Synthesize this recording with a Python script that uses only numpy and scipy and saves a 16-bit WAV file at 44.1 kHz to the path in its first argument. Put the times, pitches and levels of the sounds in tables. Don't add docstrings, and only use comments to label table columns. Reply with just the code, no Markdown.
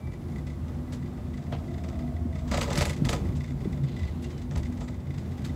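import sys
import numpy as np
from scipy import signal
from scipy.fft import rfft, irfft
from scipy.io import wavfile
from scipy.ndimage import uniform_filter1d

SR = 44100
rng = np.random.default_rng(int(sys.argv[2]) if len(sys.argv) > 2 else 0)


def volts(x):
    e = np.asarray(x, float) / 20
    return 10 ** e


def wrap_up_sound(samples):
    columns = np.atleast_2d(samples).T
    tamed = np.clip(columns, -1, 1)
    steps = np.round(tamed * 32767).astype(np.int16)
    wavfile.write(sys.argv[1], SR, steps)


N = 244755
TIME_S = np.arange(N) / SR


def noise():
    return rng.standard_normal(N)


def level(x, db):
    return x * volts(db) / np.sqrt(np.mean(x ** 2))


def curve(points):
    return np.interp(TIME_S, *np.transpose(points))


def bump(s, half_s):
    return np.clip(1 - np.abs(TIME_S - s) / half_s, 0, 1)


def walk(rate_hz):
    hold = int(SR / rate_hz)
    x = np.repeat(rng.standard_normal(N // hold + 1), hold)
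    x = uniform_filter1d(uniform_filter1d(x, hold), hold)[:N]
    return x / x.std()


def colour(x, spectrum):
    hz, db = np.transpose(spectrum)
    grid_hz = np.linspace(1, SR / 2, 4097)
    log_gain = np.interp(np.log(grid_hz), np.log(hz), db) * np.log(10) / 20
    cepstrum = irfft(log_gain)
    cepstrum[1:4096] *= 2
    cepstrum[4097:] = 0
    response = irfft(np.exp(rfft(cepstrum)))
    return signal.fftconvolve(x, response)[:N]


def resonate(x, hz, width_hz):
    b, a = signal.iirpeak(hz, hz / width_hz, fs=SR)
    return signal.lfilter(b, a, x) * np.sqrt(SR / width_hz / np.pi)


def body(x, modes):
    out = np.zeros(N)
    for k, (hz, width_hz, db) in enumerate(modes):
        out += (-1) ** k * volts(db) * resonate(x, hz, width_hz)
    return out


def steady(x, share):
    envelope = np.sqrt(uniform_filter1d(x ** 2, size=1200))
    return level(x / (envelope + 0.9 * x.std()) ** share, 0)


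def train(s, db):
    x = np.zeros(N)
    np.add.at(x, np.minimum((s * SR).astype(int), N - 1), volts(db))
    return x


def fade(x, t60_s):
    return signal.lfilter([1], [1, -1000 ** (-1 / (t60_s * SR))], x)


def swells(hz):
    # time in s, mode in Hz, rise and fall in s, level in dB.
    mode_swells = [(.15, 52, 0.12, 11), (0.97, 52, .1, 3), (2.06, 52, .12, 4), (2.5, 52, 0.16, 23.5),
                   (2.82, 52, 0.15, 15), (3.12, 52, 0.21, 14.5), (3.64, 52, 0.19, 16.5), (4.08, 52, .1, 1),
                   (4.56, 52, .11, 17), (4.75, 52, 0.11, 17.5), (1.16, 79, 0.039, -5),
                   (2.22, 79, 0.13, 4.5), (2.68, 79, 0.095, 1), (3.83, 79, 0.15, -4),
                   (4.06, 79, 0.11, 11.5), (4.58, 79, 0.082, 9.5), (5.38, 79, 0.19, -0.5),
                   (1.22, 140, 0.16, -10), (3.23, 140, 0.077, -28), (3.852, 140, 0.12, 12.5),
                   (4.08, 140, 0.059, -13), (1.62, 244, 0.28, 3.5), (4.55, 140, .07, 10.5),
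                   (0.91, 244, 0.14, 6.5), (2.06, 244, 0.13, 2.5), (2.16, 244, 0.058, -18),
                   (2.54, 244, 0.15, 13.5), (3.52, 244, 0.25, 7), (4.07, 244, 0.063, -26.5),
                   (4.65, 244, 0.38, 4.5), (0.42, 244, 0.092, -9), (5.1, 244, .08, -12),
                   (5.1, 140, .12, 9.5), (3.55, 79, 0.044, -13), (0.16, 79, 0.093, 3.5),
                   (0.455, 79, 0.13, 4.5), (1.3, 79, 0.098, 3.5), (2.8, 79, 0.057, 5.5), (1.1, 347, .1, 6),
                   (2.65, 347, 0.053, 8), (4.3, 347, 0.086, 9), (4.35, 347, 0.074, 8), (5.3, 347, 0.098, 7),
                   (3.67, 196, 0.063, 3), (.2, 456, .12, 8), (0.72, 602, .2, 6.5)]
    out_db = np.zeros(N)
    for s, mode_hz, half_s, db in mode_swells:
        if abs(mode_hz / hz - 1) < .1:
            out_db += db * bump(s, half_s)
    return out_db


def cabin():
    # time in s, level in dB against the calm ride.
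    shaking = [(0.0, -3), (.3, -1), (1.3, -1), (2.1, 0), (2.5, 0), (2.78, 6.5), (2.95, -1), (3.05, 4),
               (3.5, 1), (4.3, -2), (4.6, 0), (5.0, -2.5), (5.55, -0.5)]
    # frequency in Hz, width in Hz.
    boom_modes = [(52, 14), (79, 17.6), (140, 15.3), (244, 5.86)]
    calm_levels_db = [-50.5, -36, -38.5, -43]
    shake_follow = [1.95, 0.9, 1.16, 1.05]
    # frequency in Hz, width in Hz, level in dB.
    panel_modes = [(194.8, 22.8, -43.5), (302.3, 38, -52), (347.4, 17.6, -50), (459, 33, -63.5),
                   (597, 15, -64)]
    # frequency in Hz, density in dB per Hz.
    wall_spectrum = [(25, -50), (50, 1.5), (100, 0.5), (270, -5.5), (400, -19), (800, -21.5), (1400, -38),
                     (3000, -52)]
    shake_db = curve(shaking)
    booms = np.zeros(N)
    for (hz, width_hz), calm_db, follow in zip(boom_modes, calm_levels_db, shake_follow):
        once = resonate(noise(), hz, 1.26 * width_hz)
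        boom = steady(resonate(once, hz, 1.26 * width_hz), share=0.36)
        booms += volts(calm_db + follow * shake_db + swells(hz)) * boom
    panels = np.zeros(N)
    for hz, width_hz, db in panel_modes:
        panels += volts(db + swells(hz) + 1.4 * walk(3.31)) * resonate(noise(), hz, width_hz)
    walls = level(colour(noise(), wall_spectrum), -39)
    return booms + (panels + walls) * volts(0.71 * shake_db + 1.2 * walk(9))


def strikes():
    # time in s, peak in dB, then frame knock, brightness, tail in dB re peak.
    clatter = [(2.5138, -26, 3, -13, 1.5), (2.538, -26, 3, -25, -3), (2.574, -22.5, -6, -11, -7.5),
               (2.6128, -15.5, -11.5, -18, -13.5), (2.6165, -19, -14, -21, -14), (2.648, -41, 0, -14, -17),
               (2.676, -35, 9, -22, -6), (2.704, -22.5, -2, -31, -6), (2.73, -20.5, -11, -14, -13),
               (2.7558, -20, -14, -12, -12), (2.7759, -15, -13, -10.5, -8.5), (2.8086, -20, -5, -12, -5),
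               (2.8165, -20, -16, -12, -10.5), (2.8544, -17.5, -15, -11, -14),
               (2.8951, -22, -11, -11.5, -10), (2.929, -34, -18, -16, -10), (2.965, -40, -25, -7, -3.5),
               (3.0514, -22.5, -8, -13, -10), (3.092, -16.5, -8.5, -11, -8.5),
               (3.129, -20.5, -7, -18, -10.5), (3.1325, -22, -12, -18, -13)]
    # time in s, peak in dB, frame knock and
    # tail in dB re peak, extra glass ring in dB.
    taps = [(0.07, -48, 5, -9, -1), (0.1346, -43, -11, -8, -2), (.6824, -44.5, 5.5, -7, -7),
            (0.9237, -36, -2.5, 0, -5), (1.1743, -47.5, 9.5, -9, -6), (1.265, -65, 6, -3, -1),
            (1.52, -48, 17, -0.5, -3), (1.5847, -45, 5, -8, -3), (1.8384, -37.5, 0.5, -7, 3.5),
            (1.8881, -33.5, -4, -11, -11), (2.162, -49, -5, -12, 2), (2.4753, -41, 0, 3.5, -9),
            (3.199, -55, 14, -21, -4), (3.727, -39.5, -4, -7, 2.5), (3.774, -46, 1, -12, -2),
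            (4.226, -41.5, -16, -1, -19), (4.5114, -34.5, -2.5, -8, -16), (4.556, -37.5, 5.5, 3.5, -6),
            (4.63, -39, -21, -7, 0), (4.8087, -35.5, 4, -3.5, -3), (4.6545, -38, -16, -9, 1.5),
            (4.7258, -40, -12, -10, -4), (4.773, -43, -17, -5, -4), (5.003, -47, -12, -9, -9),
            (5.257, -51, -12, -12, 0), (2.652, -47, -9, -18, 5), (4.9251, -56, -10, -12, 2),
            (4.9438, -45, -12, -11, -1), (2.757, -52, -9, -15, 7), (2.799, -36, -7, -15, 10),
            (2.856, -40, -7, -15, 12), (2.896, -45, -9, -15, 8), (4.8806, -37, -3, -5.5, 1),
            (5.317, -45, -11, -5, 0), (5.447, -32, -13, -1, 2), (5.489, -52, -9, -18, 7)]
    # time in s, peak in dB, extra glass ring in dB.
    ticks = [(0.1191, -46, -3), (0.2189, -47, -4), (0.2838, -46, -4), (0.3202, -45, 0), (0.3561, -43, 1),
             (0.3815, -43, 3), (0.4693, -35, -0.5), (0.4978, -46, 3), (0.5314, -51, -2), (0.7447, -50, -4),
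             (0.8739, -53, -6), (1.0236, -45, 0), (1.0595, -44, -2), (1.1348, -55, -8), (1.3374, -42.5, 0),
             (1.3753, -37, 1), (1.4247, -42, -1), (1.4636, -50, 0.5), (1.6382, -54, -6), (1.6776, -45, 1),
             (1.7055, -51, -1), (1.7394, -41, 4), (1.7799, -41, 3), (1.9265, -48, 2), (1.952, -48, -1),
             (1.9889, -38, 3), (2.0198, -52, 0), (2.0722, -50, -2), (2.3256, -48, 0), (2.3535, -35.5, 3.5),
             (2.3885, -39, 2), (3.25, -41, 2), (3.2869, -42, 2), (3.3209, -45, -1), (3.3563, -35.5, -2.5),
             (3.4042, -38, 4), (3.4401, -35, 3), (3.4775, -40, 3.5), (3.5044, -45, 1), (3.5718, -48, -2),
             (3.6057, -41, 1), (3.6446, -44, 5), (3.8357, -40.5, 0), (3.8831, -39, 1), (3.9205, -44, 4),
             (3.9624, -40, 8), (3.9923, -35, 4), (4.0307, -36.5, 6), (4.0766, -37, 0), (4.2408, -35, 0),
             (4.3041, -35.5, -1), (4.3794, -38, -2), (4.4179, -37.5, -5), (5.0684, -49, -0.5),
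             (5.1048, -42, 2), (5.1417, -39, -3), (5.1806, -34, -2), (5.2175, -47, -5), (5.3797, -38.5, 1),
             (5.4191, -44, -4)]
    soft_bright_db, tick_tail_db, tick_db, clatter_ring_db = -22, -6.5, -2.5, 4
    settles_s, run_knock_db, settled_knock_db = 3.35, -4, -21.5
    rows = [(*row, clatter_ring_db) for row in clatter]
    for s, db, knock_db, tail_db, ring_db in taps:
        rows.append((s, db, knock_db, soft_bright_db, tail_db, ring_db))
    for s, db, ring_db in ticks:
        knock_db = run_knock_db if s < settles_s else settled_knock_db
        rows.append((s, db + tick_db, knock_db, soft_bright_db, tick_tail_db, ring_db))
    return np.transpose(rows)


def rattle():
    # frequency in Hz, density in dB per Hz.
    crack_spectrum = [(590, -31.5), (1000, 0.5), (1290, -8.5), (1470, -4), (2010, 0), (2640, -3.5),
                      (7720, -8.5), (9500, -49), (12400, -32), (20900, -120)]
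    # frequency in Hz, width in Hz, level in dB.
    pane_modes = [(2420, 54, -10), (2910, 33, -18), (3500, 13, 12), (3900, 29, -6), (4500, 33, 5.5),
                  (5000, 28, 2), (5640, 170, 10), (6240, 37, -13), (6930, 29, 13.5), (7595, 540, 20),
                  (8350, 300, 4)]
    # frequency in Hz, width in Hz, level in dB.
    frame_modes = [(345, 24, -7), (456, 13, -3), (573, 61, 0.5), (718, 81, -3), (852, 47, -6),
                   (990, 37, -10), (1252, 81, -5.5)]
    # time in s, peak in dB.
    edge_raps = [(1.525, -20.5), (2.516, -24), (2.54, -19), (2.58, -20), (2.614, -22), (2.706, -20),
                 (2.772, -22), (2.809, -12.5), (2.816, -24), (3.092, -18), (3.13, -15), (4.557, -31),
                 (4.816, -35)]
    s, peak_db, knock_db, bright_db, tail_db, _ = strikes()

    def chatter(db, t60_s):
        hits = train(s, db)
        return fade(hits, t60_s) - fade(hits, 0.0086)

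    touch = train(s, peak_db)
    blow = touch + train(np.maximum(s - .004, 0), peak_db - 5.5)
    crack = volts(3) * fade(blow, .007) * noise() + volts(7) * blow
    crack += chatter(peak_db + tail_db, 0.18) * noise() * volts(2.8 * walk(400))
    crack += volts(-4) * fade(touch, 0.017) * noise() * volts(2.8 * walk(900))

    unit = noise()
    contact = colour(crack, crack_spectrum) / colour(unit, crack_spectrum).std() * volts(-10.5)
    pane = body(crack, pane_modes) / body(unit, pane_modes).std() * volts(-18.5)

    knock = chatter(peak_db + knock_db, 0.15) * noise()
    knock += volts(17.5) * train(*np.transpose(edge_raps))
    frame = volts(-10.0) * body(knock, frame_modes)

    top_db = peak_db + bright_db
    top = (fade(train(s, top_db), 0.0088) + volts(-4.0) * chatter(top_db, 0.12)) * noise()
    top = volts(3.0) * colour(top, [(5000, -6), (8500, -6), (12000, -12.0), (16000, -22)])
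    return contact + pane + frame + top


def glass():
    # frequency in Hz, level in dB, t60 in s.
    glass_modes = [(2000, 6, 0.051), (2116, 1.5, 0.024), (3460, -5, 0.021), (3600, -6, 0.04),
                   (4840, -11.5, 0.1), (7920, -31, 0.03)]
    s, peak_db, *_, extra_db = strikes()
    ring_lag_s, scatter_db = .0025, -1.8
    ring_db = -50.5 + 0.26 * (peak_db + 38.0) + extra_db
    ring_db = ring_db + scatter_db * rng.standard_normal(len(s))
    hits = train(s + ring_lag_s, ring_db) * np.sign(noise())
    hits = 0.59 * hits + np.roll(hits, int(.002 * SR))
    hits += (volts(-30) * fade(np.abs(hits), .05) + volts(-89)) * noise()
    out = np.zeros(N)
    for hz, db, t60_s in glass_modes:
        varied = hits * volts(4.0 * noise() * (hz > 2050))
        out += volts(db) * resonate(varied, hz, 2.33 / t60_s)
    return volts(10.5) * out


def bumps():
    # time in s, peak in dB, pitch in Hz, t60 in s.
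    pushes = [(1.524, -14.5, 114, 0.053), (2.251, -18.5, 225, 0.069), (2.511, -22, 202.4, 0.13),
              (2.778, -13.5, 153, 0.067), (3.017, -5, 143, 0.046), (3.017, -14.5, 284, 0.032),
              (3.044, -12.5, 121, 0.08), (3.291, -6, 79.5, 0.036), (3.619, -24, 99, 0.048),
              (3.654, -17, 318, 0.044), (3.671, -10.5, 162, 0.036), (5.177, -15, 131, 0.039),
              (2.35, -14, 152, 0.026), (4.559, -32, 80, 0.051)]
    push_s = 0.0062
    out, t = np.zeros(N + SR), np.arange(SR // 4) / SR
    onset = np.sin(np.pi / 2 * np.minimum(t / push_s, 1)) ** 2
    for s, db, hz, t60_s in pushes:
        cycles = hz * (t + 0.0017 * (1 - np.exp(-t / 0.0033)))
        decay = 1000 ** (-t / max(t60_s, .01))
        out[int(s * SR):][:len(t)] += volts(db) * np.sin(2 * np.pi * cycles) * decay * onset
    return out[:N]


def hum():
    # frequency in Hz, width in Hz, level in dB.
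    roller_modes = [(640, 11, -0.5), (701, 16, -1)]
    start_s, end_s, rise_s, fall_s = 1.27, 2.45, 0.3, 0.15
    gate = np.interp(TIME_S, [start_s, start_s + rise_s, end_s, end_s + fall_s], [0, 1, 1, 0])
    hum_db = -51 + 3.6 * bump(2.02, 0.21) + 1.3 * walk(14.0)
    return steady(body(noise(), roller_modes), share=0.65) * volts(hum_db) * gate


def squeaks():
    # start in s, end in s, start pitch in Hz, end pitch in Hz, level in dB.
    whistles = [
        (0.0, .07, 2330, 2330, -61),
        (.04, .12, 2330, 2320, -60),
        (.11, .19, 2320, 2300, -64),
        (3.975, 4.025, 2005, 2000, -52),
        (4.03, 4.1, 2000, 2010, -55),
        (4.238, 4.268, 2760, 2790, -54),
        (4.3, 4.41, 3170, 2940, -64),
        (3.88, 4.15, 4020, 4000, -68),
        (4.2, 4.5, 4010, 4000, -71),
        (4.82, 4.86, 7400, 7250, -61),
    ]
    out = np.zeros(N)
    for start_s, end_s, start_hz, end_hz, db in whistles:
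        part = out[int(max(start_s, 0) * SR):int(end_s * SR)]
        phase = np.cumsum(np.linspace(start_hz, end_hz, len(part))) * 2 * np.pi / SR
        part += volts(db) * np.sin(phase) * np.hanning(len(part)) ** 0.24
    return out * volts(2.5 * walk(120))


def scuffs():
    # start in s, length in s, level in dB, low edge in Hz, high edge in Hz.
    scrapes = [(0.922, 0.029, -55, 1480, 11800), (1.52, 0.031, -42, 895, 3640),
               (1.529, 0.025, -38.5, 490, 890), (3.359, 0.024, -53.5, 1500, 7900),
               (3.865, 0.29, -58.5, 2530, 4530), (4.219, 0.028, -60, 4500, 11900),
               (4.51, 0.0097, -48, 1330, 1900), (4.515, 0.051, -65, 5170, 7700),
               (4.568, 0.022, -52.5, 2000, 11600), (4.82, 0.06, -63, 6350, 8150),
               (5.443, 0.026, -54.5, 1500, 12900)]
    out = np.zeros(N)
    for s, length_s, db, low_hz, high_hz in scrapes:
        times_s = [s, s + 0.0054, s + length_s, s + 2.3 * length_s]
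        hold = np.interp(TIME_S, times_s, [0.001, 0.83, 0.36, 0.012])
        band = signal.butter(3, [low_hz, high_hz], "band", fs=SR, output="sos")
        out += hold * level(signal.sosfilt(band, noise()), db)
    return out * volts(3.3 * walk(300))


def air():
    # time in s, level in dB.
    wind_levels = [
        (0.0, -56),
        (0.5, -53.5),
        (1.76, -54),
        (4.34, -55.5),
        (5.1, -58),
        (5.55, -57),
    ]
    # time in s, rise and fall in s, level in dB.
    seal_gusts = [
        (2.63, 0.26, 27),
        (3.12, .2, 6),
    ]
    # frequency in Hz, density in dB per Hz.
    air_spectrum = [(600, -6.5), (1100, 14.5), (1600, 3), (2500, -8.5), (4000, -7), (6000, -9.5),
                    (8000, -6), (8900, -34), (12000, -17), (15500, -14)]
    # frequency in Hz, density in dB per Hz.
    hiss_spectrum = [(240, -35), (400, -4), (653, -2.5), (914, -13), (1000, -15), (2250, -27), (2430, -34),
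                     (2970, -29), (15500, -38)]
    wind_db = curve(wind_levels)
    for s, half_s, db in seal_gusts:
        wind_db = wind_db + db * bump(s, half_s)
    vent_ends_s = 1.1
    vent = resonate(noise(), 10300, 800) * volts(-76) * np.sqrt(bump(0, vent_ends_s))
    hiss = level(colour(noise(), [(150, -60)] + hiss_spectrum), -61)
    wind = level(colour(noise(), air_spectrum), 1.6) * volts(0.62 * wind_db - 30.5 + 0.12 * walk(14))
    return vent + hiss + wind


def scene():
    mix = cabin() + rattle() + glass() + bumps() + hum() + squeaks() + scuffs() + air()
    return mix[None]


def low_pass(x):
    return signal.sosfilt(signal.butter(12, 15740, fs=SR, output="sos"), x)


def record(dry):
    bass_cut = signal.butter(6, 42, "high", fs=SR, output="sos")
    top_cut = signal.ellip(8, .2, 70, 15700, fs=SR, output="sos")
    wet = signal.sosfilt(top_cut, signal.sosfilt(bass_cut, dry))
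    return low_pass(wet)


dry = scene()
out = record(dry)
wrap_up_sound(out)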